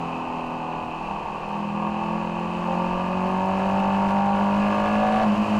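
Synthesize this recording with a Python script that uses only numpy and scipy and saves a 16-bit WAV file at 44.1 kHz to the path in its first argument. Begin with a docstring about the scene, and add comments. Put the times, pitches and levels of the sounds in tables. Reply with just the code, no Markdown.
"""A twin-cylinder motorcycle on a country road, heard from the rider's seat: coasting, a steady pull, throttle shut.
The exhaust drones on multiples of the four-stroke cycle and the intake gulps, rasps and growls;
as the revs climb, one tone after another swells on a fixed resonance.
Valves tick, gears sing, clatter and wind grow with speed, and a metal whine flares now and then.
Near the end a small truck shoots past the other way; a limiter rounds the highest peaks."""
import sys
import numpy as np
from scipy import signal
from scipy.fft import rfft, irfft
from scipy.io import wavfile
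from scipy.ndimage import uniform_filter1d, minimum_filter1d

SR = 44100
rng = np.random.default_rng(int(sys.argv[2]) if len(sys.argv) > 2 else 0)


def put_to_file(sound):
    """Save the sound as 16-bit audio at rate SR, in the file named by the first command-line argument."""
    columns = np.atleast_2d(sound).T  # one column per channel
    safe = np.clip(columns, -1, 1)
    whole_steps = np.round(safe * 32767)
    wavfile.write(sys.argv[1], SR, whole_steps.astype(np.int16))


N = 246519
TIME = np.arange(N) / SR  # s
FREQ = np.arange(N // 2 + 1) * SR / N + 1e-3  # Hz, kept just above zero for the divisions

# engine speed (time [s], four-stroke cycles per second, half the crank speed [Hz])
CYCLE_RATE = [(0.0, 42.13), (0.3, 41.4), (0.82, 40.3), (1.02, 40.7), (1.17, 40.37), (1.7, 40.93),
              (1.9, 41.65), (2.25, 42.97), (2.6, 43.84), (3.0, 45.4), (3.4, 47.16), (3.7, 48.46),
              (4.1, 49.52), (4.5, 50.36), (4.75, 51.66), (5.0, 52.9), (5.22, 54.44), (5.31, 51.6),
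              (5.42, 52.9), (5.59, 52.5)]
# how hard the engine draws air (time [s], intake level [dB])
THROTTLE = [(0, -39), (1.04, -39), (1.1, -34), (1.72, -33), (1.83, -30), (2.27, -30), (2.55, -31.5),
            (2.76, -28), (3.05, -28), (3.5, -26), (4.2, -24), (4.55, -23.5), (4.75, -22.5), (5.235, -20.5),
            (5.26, -28), (5.59, -31)]
CRUISE_HZ = 45  # cycle rate at cruising revs
COAST_MIDDLE_S, COAST_RELEASE_S = 0.99, 0.23  # middle and length of the fade from coasting to pulling

# tones fed to the exhaust pipe (multiple of the cycle rate, level pulling [dB], level coasting [dB])
EXHAUST_TONES = [(2, -30, -43), (3, -38.5, -39), (4, -19.5, -25.5), (5, -30.5, -48), (6, -30, -21),
                 (7, -38.5, -31.5), (8, -29, -33.5)]
# exhaust pipe resonances (frequency [Hz], width [Hz], gain [dB])
PIPE = [(98.4, 11.9, -10.5), (206.7, 20.6, -0.5), (235.8, 7, -11), (271, 10.4, -21.5), (313.3, 20.6, -6.5),
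        (375, 45, -8)]
# brief dips and surges of the fourth-multiple boom (time [s], spread [s], change [dB])
BOOM_CHANGES = [(0.02, 0.033, 3), (0.29, 0.053, -9), (0.45, 0.027, -5), (0.87, 0.044, -5),
                (1.593, 0.76, -4), (1.83, 0.029, 0.5), (1.96, 0.04, -8), (2.13, 0.065, 1),
                (2.508, 0.12, -0.5), (2.793, 0.08, 3), (4.03, 0.07, 1.5), (4.11, 0.019, -1),
                (4.742, 0.06, -4.5), (4.87, 0.024, -4.5), (5.205, 0.024, -1.5), (5.35, 0.085, 2),
                (5.361, 0.012, -15), (5.468, 0.023, -13.5)]
COAST_ROUGH_DB = 1.3
# between coasting and pulling the unloaded exhaust falls quiet
UNLOADED_S, UNLOADED_SPREAD_S, UNLOADED_DEPTH_DB = 1.266, 0.2, 11.5
# the pipe's own ring under uneven firings (frequency [Hz], width [Hz], relative level [dB])
FLUTTER_MODE = [(208, 22, 0)]
FLUTTER_DB = -15  # relative to the intake level

# standing waves in the intake tract (frequency [Hz], width [Hz], relative level [dB])
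STANDING = [(433, 250, -17.5), (533.4, 7.6, -4.5), (566.7, 48, -3.5), (600, 50, -13.5), (674, 31, 0.5),
            (762, 58, 2.5), (798, 5.3, 4.5), (890.3, 27, 2), (945.6, 34.6, 2), (1010, 19, -13),
            (1074, 76, 0), (1171, 60, -2.5), (1286, 120, -20.5), (1424, 56, -21)]
# short, damped resonances of the intake throats (frequency [Hz], width [Hz], relative level [dB])
SNARL = [(1390, 66, 1.5), (1461, 29, 0.5), (1540, 16, 0), (1693, 73, 5.5), (1740, 90, 0.5),
         (2120, 250, -8.5)]
RASP_DB = -13.7  # rush of air in each stroke, relative to the intake level
STROKE_SCATTER_DB = 2
# brief flares and falters of growl and rasp (time [s], spread [s], change [dB])
GROWL_CHANGES = [(1.84, 0.041, 4), (2.03, 0.01, 3), (2.135, 0.016, 3), (2.77, .05, 0), (3.48, 0.037, 3),
                 (3.885, 0.026, 1), (3.945, 0.015, -5), (4.03, .03, 1), (4.095, 0.016, -5),
                 (4.17, 0.034, 1.5), (4.285, 0.023, 0.5), (4.72, .03, 0), (5.04, .015, 3.5)]
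# engine tones feeding the standing waves, before the overall growl trim
# (multiple of the cycle rate, level at light [dB], half [dB] and wide throttle [dB])
GROWL_TONES = [(9, -26, -37.5, -20), (10, -35, -37.5, -34.5), (11, -40, -34.5, -25.5),
               (12, -45, -31, -23.5), (13, -47, -34, -46), (14, -57, -37, -26.5), (15, -45, -41, -39),
               (16, -73, -31.5, -31.5), (17, -45.5, -47.5, -39), (18, -65, -30.5, -37),
               (19, -55, -30.5, -32.5), (20, -38.5, -34, -40.5), (21, -44, -36, -32.5),
               (22, -44.5, -39.5, -34.5), (23, -51, -36, -30), (24, -43.5, -40.5, -39), (25, -69, -55, -28),
               (26, -49, -32.5, -34), (27, -50, -42, -43), (28, -62, -35, -42), (29, -48.5, -34, -30)]
# what counts as light, half and wide throttle (intake level [dB])
OPENINGS_DB = [-36, -25, -21]
GROWL_DB, GROWL_SWAY_DB = 2.5, .7
GROWL_LAG_TURNS = .2  # delay after each gulp, share of a cycle
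GROWL_SMEAR_RAD, GROWL_SPREAD_RAD = .75, .08  # chance phase, and phase bend that makes high tones later
# hiss of the spit at each gulp (frequency [Hz], density relative to the intake level [dB per Hz])
SPIT = [(1500, -81), (3000, -56), (5000, -74.5), (11000, -86.5), (15000, -100)]
SPIT_SCATTER_DB = 2.2

# crank and gear tones when coasting, before the trim (multiple of the cycle rate, level [dB])
WHIRR_TONES = [(9, -49.5), (10, -45), (11, -60), (13, -46), (14, -49), (15, -50), (16, -48.5), (17, -45.5),
               (18, -41.5), (19, -44), (20, -50), (21, -42), (22, -43), (23, -49), (24, -53), (25, -40.5),
               (26, -47), (28, -57), (29, -51), (30, -51), (31, -57), (36, -55.5)]
WHIRR_DB = 2  # trim
# engine casing and fairing resonances (frequency [Hz], width [Hz], relative level [dB])
CASING = [(377, 495, -12.5), (534, 88, -8.5), (751, 86, -4.5), (929, 93, 0.5), (1138, 50, -3),
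          (2620, 540, -30.5), (2980, 190, -28.5)]
CLATTER_DB, CLATTER_DB_PER_OCTAVE = -35.3, 5  # at cruising revs, and growth per doubling of speed
# valves snap shut (share of the cycle, relative level [dB])
VALVES = [(.11, -1), (.58, -1.5), (.82, -3.5)]
# what they ring in the cylinder head (frequency [Hz], width [Hz], relative level [dB])
HEAD = [(2470, 80, -0.5), (2613, 73, 4), (2845, 90, -6), (3093, 80, -8.5), (4030, 120, -19.5),
        (4500, 106, -22.5)]
VALVE_DB, VALVE_DB_PER_OCTAVE = -45.3, 5
# the dry tick of the valves (frequency [Hz], density at cruising revs [dB per Hz])
TICK = [(1500, -118), (4000, -101), (7000, -106), (10000, -124), (15000, -140)]
TICK_DB_PER_OCTAVE, TICK_TURNS, TICK_SCATTER_DB = 18, .09, 1.5  # TICK_TURNS: decay, share of a cycle
# gear teeth meshing out of step with the firings (multiple of the cycle rate)
MESH = [12.16, 22.7]
# the gearbox resonance that each mesh tone crosses (frequency [Hz], width [Hz], level [dB])
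GEARBOX = [(550, 33, -40), (1080, 230, -45)]
WHINE_DB, WHINE_SWAY_DB = -49, 1
# flares of the metallic whine (time [s], spread [s], level [dB])
WHINE_FLARES = [(0.15, 0.02, -48), (1.06, 0.017, -47), (3.8, 0.0068, -45), (4.64, 0.022, -38.5),
                (5, 0.12, -44), (5.44, 0.017, -45), (5.56, 0.056, -46)]
# the drive takes up its slack with a low thump (time [s], spread [s], level [dB])
TAKE_UP = [(1.152, 0.016, -32.5)]

# wind and tyre noise (frequency [Hz], density relative to the rush level [dB per Hz])
RUSH = [(20, -29), (130, -10.5), (450, -18.5), (560, -9.5), (750, -8.5), (1170, -11.5), (1370, -18),
        (2100, -25), (2950, -18), (3350, -36), (4500, -32), (5500, -40.5), (6800, -39), (10000, -50),
        (15000, -62)]
RUSH_DB, RUSH_DB_PER_OCTAVE = -56.5, 24.5
BUFFET_DB, BUFFET_DB_PER_OCTAVE, BUFFET_SWAY_DB = -48.5, 23, 2.5
# thumping eddies (time [s], spread [s], level [dB])
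GUSTS = [(.86, 0.053, -51), (1.16, 0.11, -49), (2.97, 0.07, -48)]
# the oncoming truck (time [s], half duration [s], level [dB])
PASSING = [(5.2, 0.066, -24.5)]
TOP_HZ = 15600  # upper edge of the final sound


def undb(db):
    """Decibels to gain."""
    return 10 ** (np.asarray(db) / 20)


def unit(x):
    """Scale to rms 1."""
    return x / np.sqrt(np.mean(x ** 2))


def curves(table):
    """The columns of a time table, one value per sample."""
    s, *columns = np.transpose(table)
    return [np.interp(TIME, s, c) for c in columns]


def walk(rate):
    """Smooth chance with spread 1, changing about rate times a second."""
    return unit(irfft(rfft(rng.standard_normal(N)) / (1 + (FREQ / rate) ** 2), N))


def bump(s, spread):
    """A smooth bell-shaped rise and fall around time s."""
    return np.exp(-.5 * ((TIME - s) / spread) ** 2)


def bumps(table):
    """The summed gain of (time, spread, level) events."""
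    return sum(undb(db) * bump(s, spread) for s, spread, db in table)


def changes(table):
    """The summed change in dB of (time, spread, change) events."""
    return sum(db * bump(s, spread) for s, spread, db in table)


def response(at, modes):
    """Complex gain of resonances at the given frequencies; neighbours swing in opposite directions."""
    total = 0
    for k, (hz, width, db) in enumerate(modes):
        total = total + (-1) ** k * undb(db) / (1 + 1j * (at ** 2 - hz ** 2) / (at * width))
    return total


def ring(x, modes):
    """Pass x through resonances with muffled treble, then scale to rms 1."""
    muffle = 1 / (1 + (FREQ / 4500) ** 4)
    return unit(irfft(rfft(x) * response(FREQ, modes) * muffle, N))


def noise(spectrum):
    """Noise whose density follows (frequency, dB per Hz) points on a log frequency axis."""
    hz, db = np.transpose(spectrum)
    shape = undb(np.interp(np.log(FREQ), np.log(hz), db))
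    return irfft(rfft(rng.standard_normal(N)) * shape, N) * np.sqrt(SR / 2)


def pulses(cycle, share, scatter_db, jitter_s):
    """One pulse per cycle at the given share of it, each with its own size and timing."""
    chance = rng.standard_normal(size=(400, 2))
    turns = np.arange(1, int(cycle[-1]))
    seconds = np.interp(turns + share, cycle, TIME) + jitter_s * chance[turns, 0]
    at = np.clip(seconds, 0, TIME[-1] - 2 / SR) * SR
    size = undb(scatter_db * chance[turns, 1])
    i = at.astype(int)
    # split each pulse over two samples to place it between them
    return np.bincount(i, size * (1 - at + i), N) + np.bincount(i + 1, size * (at - i), N)


def gate(phase, length):
    """A burst that dies away after each wrap of the phase."""
    return unit(np.exp(-(phase % 1) / length))


def octaves():
    """Speed in doublings above cruising revs."""
    return np.log2(curves(CYCLE_RATE)[0] / CRUISE_HZ)


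def coasting():
    """1 while the wheel drives the engine, 0 once the engine pulls."""
    return np.clip(.5 + (COAST_MIDDLE_S - TIME) / COAST_RELEASE_S, 0, 1)


def exhaust(cycle):
    """Low multiples of the cycle rate boom as the revs carry them onto pipe resonances."""
    rate, coast = curves(CYCLE_RATE)[0], coasting()
    out = 0
    for k, pull_db, coast_db in EXHAUST_TONES:
        waver_db = .7 * walk(20) + changes(BOOM_CHANGES) if k == 4 else 1.5 * walk(8)
        waver_db = waver_db + COAST_ROUGH_DB * coast * walk(25)
        level_db = pull_db + (coast_db - pull_db) * coast + waver_db
        gain = undb(level_db) * np.abs(response(k * rate, PIPE))
        out = out + gain * np.sin(2 * np.pi * (k * cycle + rng.random()))
    dip_db = -UNLOADED_DEPTH_DB * bump(UNLOADED_S, UNLOADED_SPREAD_S)
    return np.sqrt(2) * out * undb(dip_db)


def flutter():
    """Noise rings the pipe at its own pitch, which beats against the boom."""
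    pipe_ring = ring(ring(rng.standard_normal(N), FLUTTER_MODE), FLUTTER_MODE)
    return undb(curves(THROTTLE)[0] + FLUTTER_DB) * pipe_ring


def stroke(cycle):
    """One smooth swell of air per cycle, fading to nothing before the next, with drifting strength."""
    swell = 1 + np.cos(2 * np.pi * (cycle - GROWL_LAG_TURNS))
    return unit(swell * undb(STROKE_SCATTER_DB * walk(20)))


def intake(cycle):
    """Two cylinders gulp at uneven intervals, one much louder; air rasps through the open valves."""
    loud_gulps = pulses(cycle, 0, scatter_db=1, jitter_s=.00002)
    soft_gulps = pulses(cycle, 1 / 4, scatter_db=2, jitter_s=.00005)
    bursts = gate(cycle, length=.2) * rng.standard_normal(N)
    flow = unit(loud_gulps + .3 * soft_gulps) + .14 * bursts
    throttle_db = curves(THROTTLE)[0]
    # the wider the throttle, the sharper each gulp: the throats snarl and hiss
    sharp = undb(-15.0 + 0.71 * (throttle_db + 23.5))
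    hiss = ring(bursts, [(4300, 2000, 1.0), (7000, 1900, -2)])
    snarl = sharp * (ring(flow, SNARL) + undb(-22) * hiss)
    rasp = undb(RASP_DB + changes(GROWL_CHANGES)) * ring(stroke(cycle) * rng.standard_normal(N), STANDING)
    return undb(throttle_db) * (rasp + snarl)


def whirr(cycle):
    """While the wheel drives the engine, crank and gears sing in tones that waver slowly."""
    tones = 0
    for k, db in WHIRR_TONES:
        gain = undb(db + 1.5 * walk(3))
        tones = tones + gain * np.sin(2 * np.pi * (k * cycle + rng.random()) + .15 * walk(9))
    return undb(WHIRR_DB) * coasting() * tones


def clatter(cycle):
    """Pistons rattle once a crank turn over the steady churn of the cam chain, harder with revs."""
    force = (1.0 + .5 * gate(2 * cycle, length=0.82)) * rng.standard_normal(N)
    level_db = CLATTER_DB + CLATTER_DB_PER_OCTAVE * octaves() + 1.2 * walk(4.7)
    return undb(level_db) * ring(force, CASING)


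def valves(cycle):
    """Valves shut at fixed points of the cycle: each ticks and rings the cylinder head."""
    taps = sum(undb(db) * pulses(cycle, share, scatter_db=2.5, jitter_s=.00002) for share, db in VALVES)
    bursts = unit(sum(undb(db) * gate(cycle - share, TICK_TURNS) for share, db in VALVES))
    tick_db = TICK_DB_PER_OCTAVE * octaves() + TICK_SCATTER_DB * walk(40)
    ticks = noise(TICK) * bursts * undb(tick_db)
    return undb(VALVE_DB + VALVE_DB_PER_OCTAVE * octaves()) * ring(taps, HEAD) + ticks


def gears(cycle):
    """Mesh tones follow the revs and beat against the nearest engine tones."""
    rate = curves(CYCLE_RATE)[0]
    tones = 0
    for k, mode in zip(MESH, GEARBOX):
        gain = np.abs(response(k * rate, [mode])) * undb(0.81 * walk(17))
        tones = tones + gain * np.sin(2 * np.pi * k * cycle + 0.6 * walk(2.4))
    return np.sqrt(2) * tones


def whine():
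    """Noise through two narrow resonances: a restless metal ring that flares now and then."""
    gain = undb(WHINE_DB + WHINE_SWAY_DB * walk(4.2)) + bumps(WHINE_FLARES)
    return gain * ring(ring(rng.standard_normal(N), [(2692, 88, 0)]), [(2452, 125, 0)])


def air(cycle):
    """Wind and tyres rush louder with speed, hissing a little on each crank turn; eddies thump low."""
    rush_db = RUSH_DB + RUSH_DB_PER_OCTAVE * octaves() + .5 * walk(1.8)
    rush = noise(RUSH) * unit(2.8 + 0.24 * gate(2 * cycle, length=0.051)) * undb(rush_db)
    buffet_db = BUFFET_DB + BUFFET_DB_PER_OCTAVE * octaves() + BUFFET_SWAY_DB * walk(4.7)
    buffet = undb(buffet_db) + bumps(GUSTS)
    return rush + buffet * ring(rng.standard_normal(N), [(23.8, 28, 0)])


def growl(cycle):
    """Throttle-driven engine tones swell on standing waves and add up after each gulp, high ones last."""
    rate, throttle_db = curves(CYCLE_RATE)[0], curves(THROTTLE)[0]
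    standing = sum(undb(db) / (1 + ((FREQ - hz) / width) ** 2) ** 2 for hz, width, db in STANDING)
    tones = 0
    for k, *levels_db in GROWL_TONES:
        level_db = np.interp(throttle_db, OPENINGS_DB, levels_db) + walk(7.5)
        angle = 2 * np.pi * k * (cycle - GROWL_LAG_TURNS) + GROWL_SMEAR_RAD * rng.standard_normal()
        angle = angle - GROWL_SPREAD_RAD * (k - 19) ** 2
        tones = tones + undb(level_db) * np.interp(k * rate, FREQ, standing) * np.sin(angle)
    trim_db = GROWL_DB + changes(GROWL_CHANGES) + GROWL_SWAY_DB * walk(18.0)
    return undb(trim_db) * (1 - coasting()) * tones


def thump():
    """The frame hums at 202 Hz for a moment as the drive takes up its slack."""
    return np.sqrt(2) * bumps(TAKE_UP) * np.sin(2 * np.pi * 202 * TIME)


def spit(cycle):
    """Under a wide throttle each gulp starts with a short spit of air, each of its own strength."""
    throttle_db = curves(THROTTLE)[0]
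    wide = np.clip((throttle_db + 26.5) / 5, 0, 1)
    size_db = SPIT_SCATTER_DB * rng.standard_normal(size=400)[cycle.astype(int)]
    return noise(SPIT) * gate(cycle, length=0.36) * wide * undb(throttle_db + size_db)


def traffic():
    """The tyre noise of the oncoming truck swells and fades as it shoots past."""
    swell = sum(undb(db) / (1 + ((TIME - s) / half) ** 2) for s, half, db in PASSING)
    return swell * ring(rng.standard_normal(N), [(558, 163, 20.0), (715, 195, 23.0), (1080, 310, -14)])


def scene():
    """One crank angle, in cycles with a slight wander, drives the engine sounds; the rest is mixed in."""
    cycle = .58 + np.cumsum(curves(CYCLE_RATE)[0] * (1 + .0005 * walk(8))) / SR
    gas = exhaust(cycle) + flutter() + intake(cycle) + growl(cycle) + spit(cycle)
    metal = whirr(cycle) + clatter(cycle) + valves(cycle) + gears(cycle) + whine() + thump()
    return (gas + metal + air(cycle) + traffic())[None]


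def record(dry):
    """A limiter turns the sound down around each high peak; then a steep low-pass cuts the top."""
    ceiling, hold = .235, int(.006 * SR)  # peak amplitude, samples
    room = np.minimum(1, ceiling / (np.abs(dry[0]) + 1e-9))
    gain = uniform_filter1d(minimum_filter1d(room, size=hold), size=hold)
    low_pass = signal.ellip(8, .2, 70, TOP_HZ, fs=SR, output="sos")
    return signal.sosfilt(low_pass, dry * gain)


dry = scene()
out = record(dry)
put_to_file(out)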